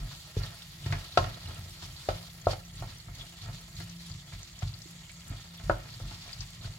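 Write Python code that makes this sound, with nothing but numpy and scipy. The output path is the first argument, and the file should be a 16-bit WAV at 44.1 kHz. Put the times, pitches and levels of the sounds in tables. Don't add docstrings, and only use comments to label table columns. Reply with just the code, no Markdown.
import sys
import numpy as np
from scipy import signal
from scipy.io import wavfile

SR = 44100
rng = np.random.default_rng(int(sys.argv[2]) if len(sys.argv) > 2 else 0)


def int16_out(signal):
    q = np.round(np.clip(np.atleast_2d(signal).T, -1, 1) * 32767)
    wavfile.write(sys.argv[1], SR, q.astype(np.int16))


N = 298998

# (frequency [Hz], relative level [dB])
FLAME_SPECTRUM = [(15, -59), (25, 9.5), (159, 5), (189, -14), (216, -18.5), (267, -46), (331, -8),
                  (459, -108), (674, -33), (802, -53), (1160, -31), (1320, -32), (1540, -73), (1910, 2),
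                  (2500, -47), (3250, -65), (5500, -120)]
# (pitch [Hz], width [Hz], level [dB])
HUM_TONES = [(170.1, 4.3, -56), (226.4, 4.2, -75.5), (339.5, 4.2, -74.5)]
# (frequency [Hz], likeness [higher is more alike])
LIKENESS = [(60, 0.98), (180, 0.97), (550, 1), (1650, 0.47), (4970, -1.4), (15000, -0.37)]
# (time [s], sizzle level [dB], spray level [dB], bright hiss level [dB])
FRYING_LEVELS = [(0.0, -52, -60.5, -65.5), (0.73, -54.5, -61.5, -67), (1.11, -50.5, -60.5, -68),
                 (1.74, -54.5, -61.5, -67), (2.04, -52, -60.5, -61), (2.21, -59, -62, -72),
                 (2.36, -58, -61, -67), (2.57, -56.5, -63, -69.5), (3.12, -63.5, -66, -67),
                 (3.36, -55, -65.5, -65), (3.78, -59, -64, -63), (4.06, -55, -65.5, -65),
                 (5.14, -56.5, -65.5, -61), (5.57, -57, -65.5, -66.5), (6.14, -50, -62.5, -65.5),
                 (6.78, -57.5, -66.5, -65.5)]
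# (frequency [Hz], relative level [dB])
SIZZLE_SPECTRUM = [(710, -4.5), (1200, -2), (1350, -3), (1570, -5.5), (1900, -1.5), (2050, -0.5), (2710, 0),
                   (3140, 7), (4550, 3), (5010, 3.5), (6600, -9), (7590, -2.5), (9500, -24), (12400, -64),
                   (20900, -120)]
# (frequency [Hz], relative level [dB])
SPRAY_SPECTRUM = [(5000, -14), (7500, -21), (10400, 3), (13600, -0.5), (16200, -7.5)]
# (time [s], peak level [dB], time to fade to a third [s])
SIZZLE_FLARES = [(0.14, -49, 0.027), (0.38, -45.5, 0.034), (0.43, -47, 0.1), (0.87, -47, 0.038),
                 (0.925, -46, 0.05), (1.02, -52, 0.024), (1.19, -48, 0.052), (1.43, -56, 0.24),
                 (1.829, -47.5, 0.06), (2.09, -48, 0.21), (2.509, -37.5, 0.029), (2.79, -52.5, 0.24),
                 (3.15, -50, 0.17), (3.42, -50.5, 0.059), (3.54, -51, 0.097), (3.78, -48.5, 0.092),
                 (3.92, -53.5, 0.03), (4.07, -50, 0.047), (4.34, -48, 0.023), (4.63, -47, 0.0084),
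                 (4.68, -50.5, .03), (5.37, -51, 0.06), (5.55, -53, 0.015), (5.7, -48.5, 0.014),
                 (6.33, -66, .03), (6.42, -51.5, 0.046), (6.66, -48.5, 0.018)]
# (time [s], peak level [dB], pitch [Hz], left over right [dB])
LOUD_SPITS = [(0.434, -34.5, 4320, -10), (0.4564, -42, 8400, -1), (0.62, -40, 3680, -7),
              (0.842, -42, 3560, -6), (1.122, -40, 3850, -3), (1.343, -40, 3800, -6), (1.43, -47, 3810, -4),
              (1.4735, -40.5, 4000, -7), (1.544, -41, 8100, 3), (1.6945, -44, 8300, 2),
              (1.963, -46.5, 4300, -14.5), (2.174, -45, 11200, -6), (2.456, -41, 4380, -3),
              (2.5123, -32, 4770, -11), (2.7546, -45, 8210, -1.5), (3.0001, -43.5, 4400, -9),
              (3.195, -43, 3560, -7), (3.2092, -37, 3440, 7), (3.413, -40, 3970, -4),
              (3.766, -42, 4200, -10), (3.7993, -44, 10300, -6), (3.8392, -44, 10500, -4),
              (3.8955, -44, 5650, 15), (4.115, -43, 4630, 13.5), (4.43, -39, 6400, -8),
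              (4.59, -37, 6200, -2), (4.682, -44, 4520, -3), (4.738, -41, 4500, 10.5),
              (4.818, -41, 5500, 13), (5.116, -44, 8260, 8), (5.173, -50, 6450, 3),
              (5.2819, -43.5, 7900, 9), (5.2954, -40, 12400, -.5), (5.575, -40, 14400, -4),
              (5.635, -52, 4380, 0), (5.939, -43, 4470, -10), (6.2776, -46, 8050, 5),
              (6.329, -36.5, 4800, 11.5), (6.4052, -34.5, 5400, 11.5), (6.61, -44, 3880, -4)]
# (frequency [Hz], width [Hz], level of the added band [dB])
HOLLOW_BANDS = [(4500, 600, -5), (7000, 800, -3)]
# (pitch [Hz], relative level [dB], time to fade by 60 dB [s])
STOVE_TONES = [(46.4, 5, 0.26), (95.5, 0.5, 0.3), (112.4, -3.5, 0.41), (138.9, 9, 0.44)]
# (time [s], peak level [dB], change to the lowest tone [dB])
STOVE_JOLTS = [(0.009, -26, 1), (0.366, -16.5, -5.5), (0.86, -23.5, -15), (0.923, -23, -7.5),
               (1.181, -21.5, -10), (1.205, -23, -16), (1.453, -30, -14), (1.49, -28.5, -24),
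               (1.582, -30, -32), (1.831, -33, -13), (2.085, -22.5, -7.5), (2.466, -18.5, -7.5),
               (2.81, -24.5, -5.5), (3.072, -31.5, -2), (3.427, -37, -19), (3.48, -55, -10),
               (3.781, -32.5, -21), (4.104, -31, -10), (4.332, -32, -2), (4.627, -19.5, -8),
               (5.3, -25.5, -8), (5.635, -24, 0), (5.693, -21, 0.5), (6.012, -27.5, -1), (6.392, -28, -6),
               (6.649, -30.5, -10)]
# (pitch [Hz], relative level [dB], ring time before extra damping [s])
PAN_TONES = [(237, -1, 0.029), (318, 1, 0.096), (418, -3, 0.16), (503, -11, 0.11), (570, -42, 0.18),
             (690, -5, 0.023), (702.6, 11.5, 0.07), (800, -18, 0.28), (868, 6.5, 0.11), (961, 1, 0.091),
             (1066, 5.5, 0.086), (1188, -13.5, 0.057), (1327, 0.5, 0.34), (1337, 13, 0.065),
             (1460, 3, 0.15), (1656, 8, 0.048), (1660, -7, 0.28), (1847, 13, 0.023), (2144, 7.5, 0.057),
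             (2404, 7.5, 0.051), (2816, 7, 0.038), (3120, -23, 0.14), (4200, -30, 0.036),
             (4120, -30, 0.055), (4900, -49, 0.031), (6200, -30, .03)]
# (time [s], push on the stove [dB], rub on the pan [dB])
SPATULA_STROKES = [(0.0, -34.5, -55), (0.4, -51, -45.5), (0.875, -51, -51), (0.93, -33.5, -44),
                   (1.24, -37.5, -43), (1.5, -43, -49), (1.62, -41.5, -58), (1.89, -45, -57),
                   (2.12, -55, -49), (2.5, -44, -49.5), (2.831, -36.5, -53.5), (3.19, -44, -57),
                   (3.491, -38.5, -52), (3.82, -44.5, -56.5), (4.15, -48, -65.5), (4.35, -46.5, -58),
                   (4.65, -47, -62), (5.32, -56, -52), (5.7, -38, -48), (5.85, -51, -56.5),
                   (6.05, -38.5, -54), (6.29, -52.5, -55), (6.67, -41.5, -53)]
# (time [s], peak level [dB],
# thud pitch [Hz], blade [dB], contact time [ms], pan ring [dB], crack [dB], left over right [dB])
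SPATULA_KNOCKS = [(0.112, -40, 1410, -12, 0.31, -3, -4, 3), (0.365, -28, 437, -31, 0.65, -16, -20, 2),
                  (0.859, -29.5, 355, -15, 0.39, 2.5, 2.5, 3), (0.923, -21, 2140, -17, 0.59, -0.5, -1, 2),
                  (1.172, -3.5, 658, -3.5, 0.39, 0, -6.5, 3.5), (1.24, -29.5, 570, -14, 0.5, 11, 9, -6),
                  (1.822, -39.5, 1260, -18, 0.58, 3, -14, 0), (2.086, -14, 643, -29, 0.58, -5, -10.5, 2),
                  (2.468, -8.5, 658, -16.5, .78, -11.5, -32, 2), (2.505, -28, 720, -2, 0.74, 1, -8, 2),
                  (2.53, -25.5, 770, -8, 0.54, -7, -7, -3), (2.822, -30, 760, -14, 0.78, -1, -10, -1),
                  (3.083, -41.5, 240, -16, 0.59, 14, -6, 2), (3.493, -44, 720, -18, .73, 1, -12, -4),
                  (3.801, -36, 1920, -24, 0.41, 3, 5, 6), (4.321, -43.5, 2200, -16, 1, -7, -11, -2),
                  (4.621, -30, 710, -13, .25, 13, -1, 2), (4.855, -46, 337, -25, .47, -21, -12, -8),
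                  (5.092, -38, 2230, -25, .35, -19, 6, -5), (5.312, -41, 262, -32, 1, -10, -8, 1),
                  (5.597, -41, 1390, -11, 0.26, 8, -6, -4), (5.695, -9, 626, -3, 0.61, 0, -47, 1),
                  (5.999, -39.5, 560, -6, 0.66, -4, -11, 5), (6.109, -36.5, 253, -9, 0.26, 20, 15, -2),
                  (6.257, -48, 1040, -15, 0.45, 5, -5, 1), (6.288, -36, 2480, -19, 0.44, -8, -1, 1),
                  (6.643, -35.5, 1270, -10, 0.46, 4, -6, 0)]

ONSET_DELAY_SAMPLES = 60


def from_db(db):
    return 10 ** (np.asarray(db) / 20)


def rms_one(x):
    return x / np.sqrt(np.mean(x ** 2) + 1e-20)


def peak_one(x):
    return x / np.abs(x).max()


def at_hz(points, hz):
    frequencies, values = np.transpose(points)
    return np.interp(np.log(hz), np.log(np.maximum(frequencies, 1)), values)


def filtered(x, kind, hz, order=2):
    return signal.sosfilt(signal.butter(order, hz, kind, fs=SR, output="sos"), x)


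def drift(rate_hz):
    step, warm_up = 40, 2000
    r = np.exp(-2 * np.pi * step * rate_hz / SR)
    noise = rng.standard_normal(N // step + warm_up + 2)
    slow = signal.lfilter([1], [1, -2 * r, r * r], noise)[warm_up:]
    return np.interp(np.arange(N) / step, np.arange(len(slow)), rms_one(slow))


def ring(clicks, hz, t60):
    r, w = from_db(-60 / (t60 * SR)), 2 * np.pi * hz / SR
    return signal.lfilter([0, np.sin(w)], [1, -2 * r * np.cos(w), r * r], clicks + 1e-18)


def ring_twice(clicks, hz, t60):
    return ring(ring(clicks, hz, t60), hz, t60)


def puff(size, fade_s):
    return rng.standard_normal(size) * np.exp(-np.arange(size) / (max(fade_s, .0003) * SR))


def grains(per_s, spread_db, size):
    heights = from_db(spread_db * np.minimum(rng.exponential(1, size), 5)) * rng.choice([-1, 1], size)
    return heights * (rng.random(size) < per_s / SR)


def add(out, start_s, sound, left_db):
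    i = round(start_s * SR)
    out[:, i:i + sound.shape[-1]] += sound[..., :N - i] * from_db([[left_db / 2], [-left_db / 2]])


def swells(times, peaks_db, floor_db, rise_db_per_s, fall_db_per_s):
    after_s = np.arange(0, N + 64, 64) / SR - times[:, None]
    humps_db = peaks_db[:, None] + np.minimum(rise_db_per_s * after_s, -fall_db_per_s * after_s)
    power = np.sum(from_db(humps_db) ** 2, axis=0)
    power = np.interp(np.arange(N) / 64, np.arange(len(power)), power)
    return 10 * np.log10(power + from_db(floor_db) ** 2)


def colour(noise_pairs, spectrum, flicker_db, flicker_hz):
    out, shared_flicker = 0, drift(flicker_hz)
    bottom, top = spectrum[0][0], spectrum[-1][0]
    edges = np.geomspace(bottom, top, round(3 * np.log2(top / bottom)) + 2)
    for k, (low, high) in enumerate(zip(edges, edges[1:])):
        middle, side = filtered(noise_pairs[k % 2], "band", [low, high])
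        hz = np.sqrt(low * high)
        alike = np.clip(at_hz(LIKENESS, hz) + 0.14, 0, 1)
        gain = from_db(at_hz(spectrum, hz) + flicker_db * (shared_flicker + drift(flicker_hz)))
        out = out + gain * (np.sqrt(1 + alike) * middle + np.sqrt(1 - alike) * side * [[1], [-1]])
    return rms_one(out)


def kitchen_echo(x, t60=0.29, wall_cutoff_hz=3100, level_db=-16.5):
    out, dull = np.zeros((2, N)), np.exp(-2 * np.pi * wall_cutoff_hz / SR)
    for k, lag in enumerate((rng.uniform(.008, .03, 16) * SR).astype(int)):
        loop, gain, state = x.copy(), from_db(-60 * lag / SR / t60), [0.]
        for i in range(lag, N, lag):
            echo, state = signal.lfilter([gain * (1 - dull)], [1, -dull], loop[i - lag:i], zi=state)
            loop[i:i + lag] += echo[:N - i]
        out[k % 2] += (loop - x) * (-1) ** (k // 2)
    return from_db(level_db) * out


def burner(flame_db=-53):
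    noise = rng.standard_normal((2, 2, N))
    out = from_db(flame_db) * colour(noise, FLAME_SPECTRUM, flicker_db=1.33, flicker_hz=3.9)
    for hz, width_hz, db in HUM_TONES:
        out += from_db(db) * rms_one(ring_twice(rng.standard_normal(N), hz, 2.2 / width_hz))
    return out


def sizzle():
    times, *curves = np.transpose(FRYING_LEVELS)
    steady_db, spray_db, hiss_db = [np.interp(np.arange(N) / SR, times, curve) for curve in curves]
    flare_times, peaks_db, fade_s = np.transpose(SIZZLE_FLARES)
    step_db, rise_s = 20 / np.log(10), .02
    sizzle_db = swells(flare_times, peaks_db, steady_db, step_db / rise_s, step_db / fade_s[:, None])
    flare_db = sizzle_db - steady_db
    bursts = grains(per_s=9000 * from_db(2 * drift(30)), spread_db=3.23, size=(2, 2, N))
    body = colour(bursts, SIZZLE_SPECTRUM, flicker_db=1.35, flicker_hz=19.6)
    spray = colour(bursts[::-1], SPRAY_SPECTRUM, flicker_db=0.49, flicker_hz=15)
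    hiss = rms_one(filtered(bursts[1], "band", (6180, 8000)))
    return (from_db(sizzle_db) * body
            + from_db(spray_db + 0.4 * flare_db) * spray
            + from_db(hiss_db + 0.19 * flare_db + 1.5 * drift(6.4)) * hiss)


def spit(hz, puff_s, ring_cycles):
    return peak_one(ring_twice(puff(SR // 20, puff_s), hz, ring_cycles / hz))


def spitting_juice():
    out = np.zeros((2, N))
    for start_s, db, hz, left_db in LOUD_SPITS:
        sound = spit(hz, puff_s=33 / hz, ring_cycles=12 * 4000 / hz)
        add(out, start_s, from_db(db) * sound, left_db)
    for when, pitch, quietness, length, side in rng.random((600, 5)):
        db = -54 - 3.2 * np.log(quietness + .02) - 6 * pitch
        sound = spit(2800 * 3.5 ** pitch, puff_s=0.013 * length, ring_cycles=16.7)
        add(out, when * N / SR, from_db(db) * sound, left_db=16 * (side - .5))
    return out


def oil_crackle(level_db=-67.5):
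    snaps = grains(per_s=110 * from_db(6 * drift(6.4)), spread_db=4.6, size=N)
    left_db = 5.4 * rng.standard_normal(N)
    placed = snaps * from_db(left_db * [[.5], [-.5]])
    smeared = signal.lfilter(puff(SR // 300, fade_s=0.00092), 1, placed)
    return from_db(level_db) * rms_one(filtered(smeared, "high", 4500))


def pan_hollow(x):
    return x + sum(from_db(db) * signal.lfilter(*signal.iirpeak(hz, hz / width_hz, fs=SR), x)
                   for hz, width_hz, db in HOLLOW_BANDS)


def stove_rocking():
    out, click = np.zeros((2, N)), np.eye(1, SR // 2, ONSET_DELAY_SAMPLES)[0]
    r = np.exp(-2 * np.pi * 160 / SR)
    shove = signal.lfilter([(1 - r) ** 2], [1, -2 * r, r * r], click)
    for start_s, peak_db, lowest_db in STOVE_JOLTS:
        changes_db = [lowest_db, 0, 0, -14]
        thump = sum(from_db(db + change) * ring(shove, hz, t60)
                    for change, (hz, db, t60) in zip(changes_db, STOVE_TONES))
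        add(out, start_s, -from_db(peak_db) * peak_one(thump), left_db=-.4)
    times, peaks_db, _ = np.transpose(SPATULA_STROKES)
    push_db = swells(times, peaks_db, floor_db=-61.5, rise_db_per_s=146, fall_db_per_s=131)
    push = rng.standard_normal(N)
    rumble = sum(ring(push, hz, t60) for hz, _, t60 in STOVE_TONES)
    return out + from_db(push_db) * rms_one(rumble)


def spatula_scrapes():
    times, _, peaks_db = np.transpose(SPATULA_STROKES)
    rub_db = swells(times, peaks_db, floor_db=-63, rise_db_per_s=189, fall_db_per_s=85)
    middle, side = grains(per_s=2500 * from_db(4 * drift(20)), spread_db=4, size=(2, N))
    slips = np.array([middle + 0.53 * side, middle - 1.04 * side])
    ringing = sum(from_db(db) * ring(slips, hz, t60=.025) for hz, db, _ in PAN_TONES if hz < 3000)
    return from_db(rub_db) * rms_one(ringing)


def pan_ring(force):
    out = 0
    for k, (hz, db, t60) in enumerate(PAN_TONES):
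        touch, tilt = rng.standard_normal(2)
        lean = min(hz / 1500, 1.2) * tilt
        sides = np.array([[1 + lean], [1 - lean]]) / np.hypot(1, lean)
        tone = ring(force, hz, t60 / (1 + hz / 2500))
        out = out + sides * (-1) ** k * from_db(db + 1.5 * touch) * tone
    return out


def spatula_knocks(blade_hz=1339, snap_db=-22):
    out, size = np.zeros((2, N)), SR // 3
    click = np.eye(1, size, ONSET_DELAY_SAMPLES)[0]
    blade = peak_one(ring_twice(click, blade_hz, t60=0.015))
    muffle = 0.24 + 0.98 * np.exp(-np.arange(size) / (0.054 * SR))
    for start_s, db, thud_hz, blade_db, contact_ms, ring_db, crack_db, left_db in SPATULA_KNOCKS:
        skid = from_db(-21.5 + 0.075 * crack_db) * np.roll(puff(size, fade_s=.013), ONSET_DELAY_SAMPLES)
        grit = click + skid * (thud_hz / 1200) ** 2
        thud = ring_twice(grit, thud_hz, t60=6.7 / thud_hz)
        ringing = pan_ring(click + skid)
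        soft_ring = filtered(ringing, "low", 1000 / contact_ms, order=4)
        crack_noise = np.roll([puff(size, 0.0098), puff(size, 0.013)], ONSET_DELAY_SAMPLES, axis=1)
        crack = filtered(0.32 * peak_one(ringing) + crack_noise, "band", [2600, 5000])
        snap_noise = np.roll(puff(size + 2, fade_s=0.0027), ONSET_DELAY_SAMPLES)
        snap = np.diff(snap_noise, 2)
        sound = (peak_one(thud) + from_db(blade_db) * blade
                 + from_db(ring_db) * peak_one(muffle * soft_ring)
                 + from_db(crack_db) * (peak_one(crack) + from_db(snap_db) * peak_one(snap)))
        add(out, start_s, -from_db(db) * peak_one(sound), left_db)
    return out


def scene():
    knocks = spatula_knocks()
    pan = knocks + spatula_scrapes() + pan_hollow(sizzle() + spitting_juice() + oil_crackle())
    pan[1] = np.roll(pan[1], 4)
    return pan + kitchen_echo(knocks.mean(axis=0)) + stove_rocking() + burner()


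def record(dry):
    thin = filtered(dry, "high", hz=39.8, order=4)
    return signal.sosfilt(signal.cheby2(20, 60, 16450, fs=SR, output="sos"), thin)


dry = scene()
out = record(dry)
int16_out(out)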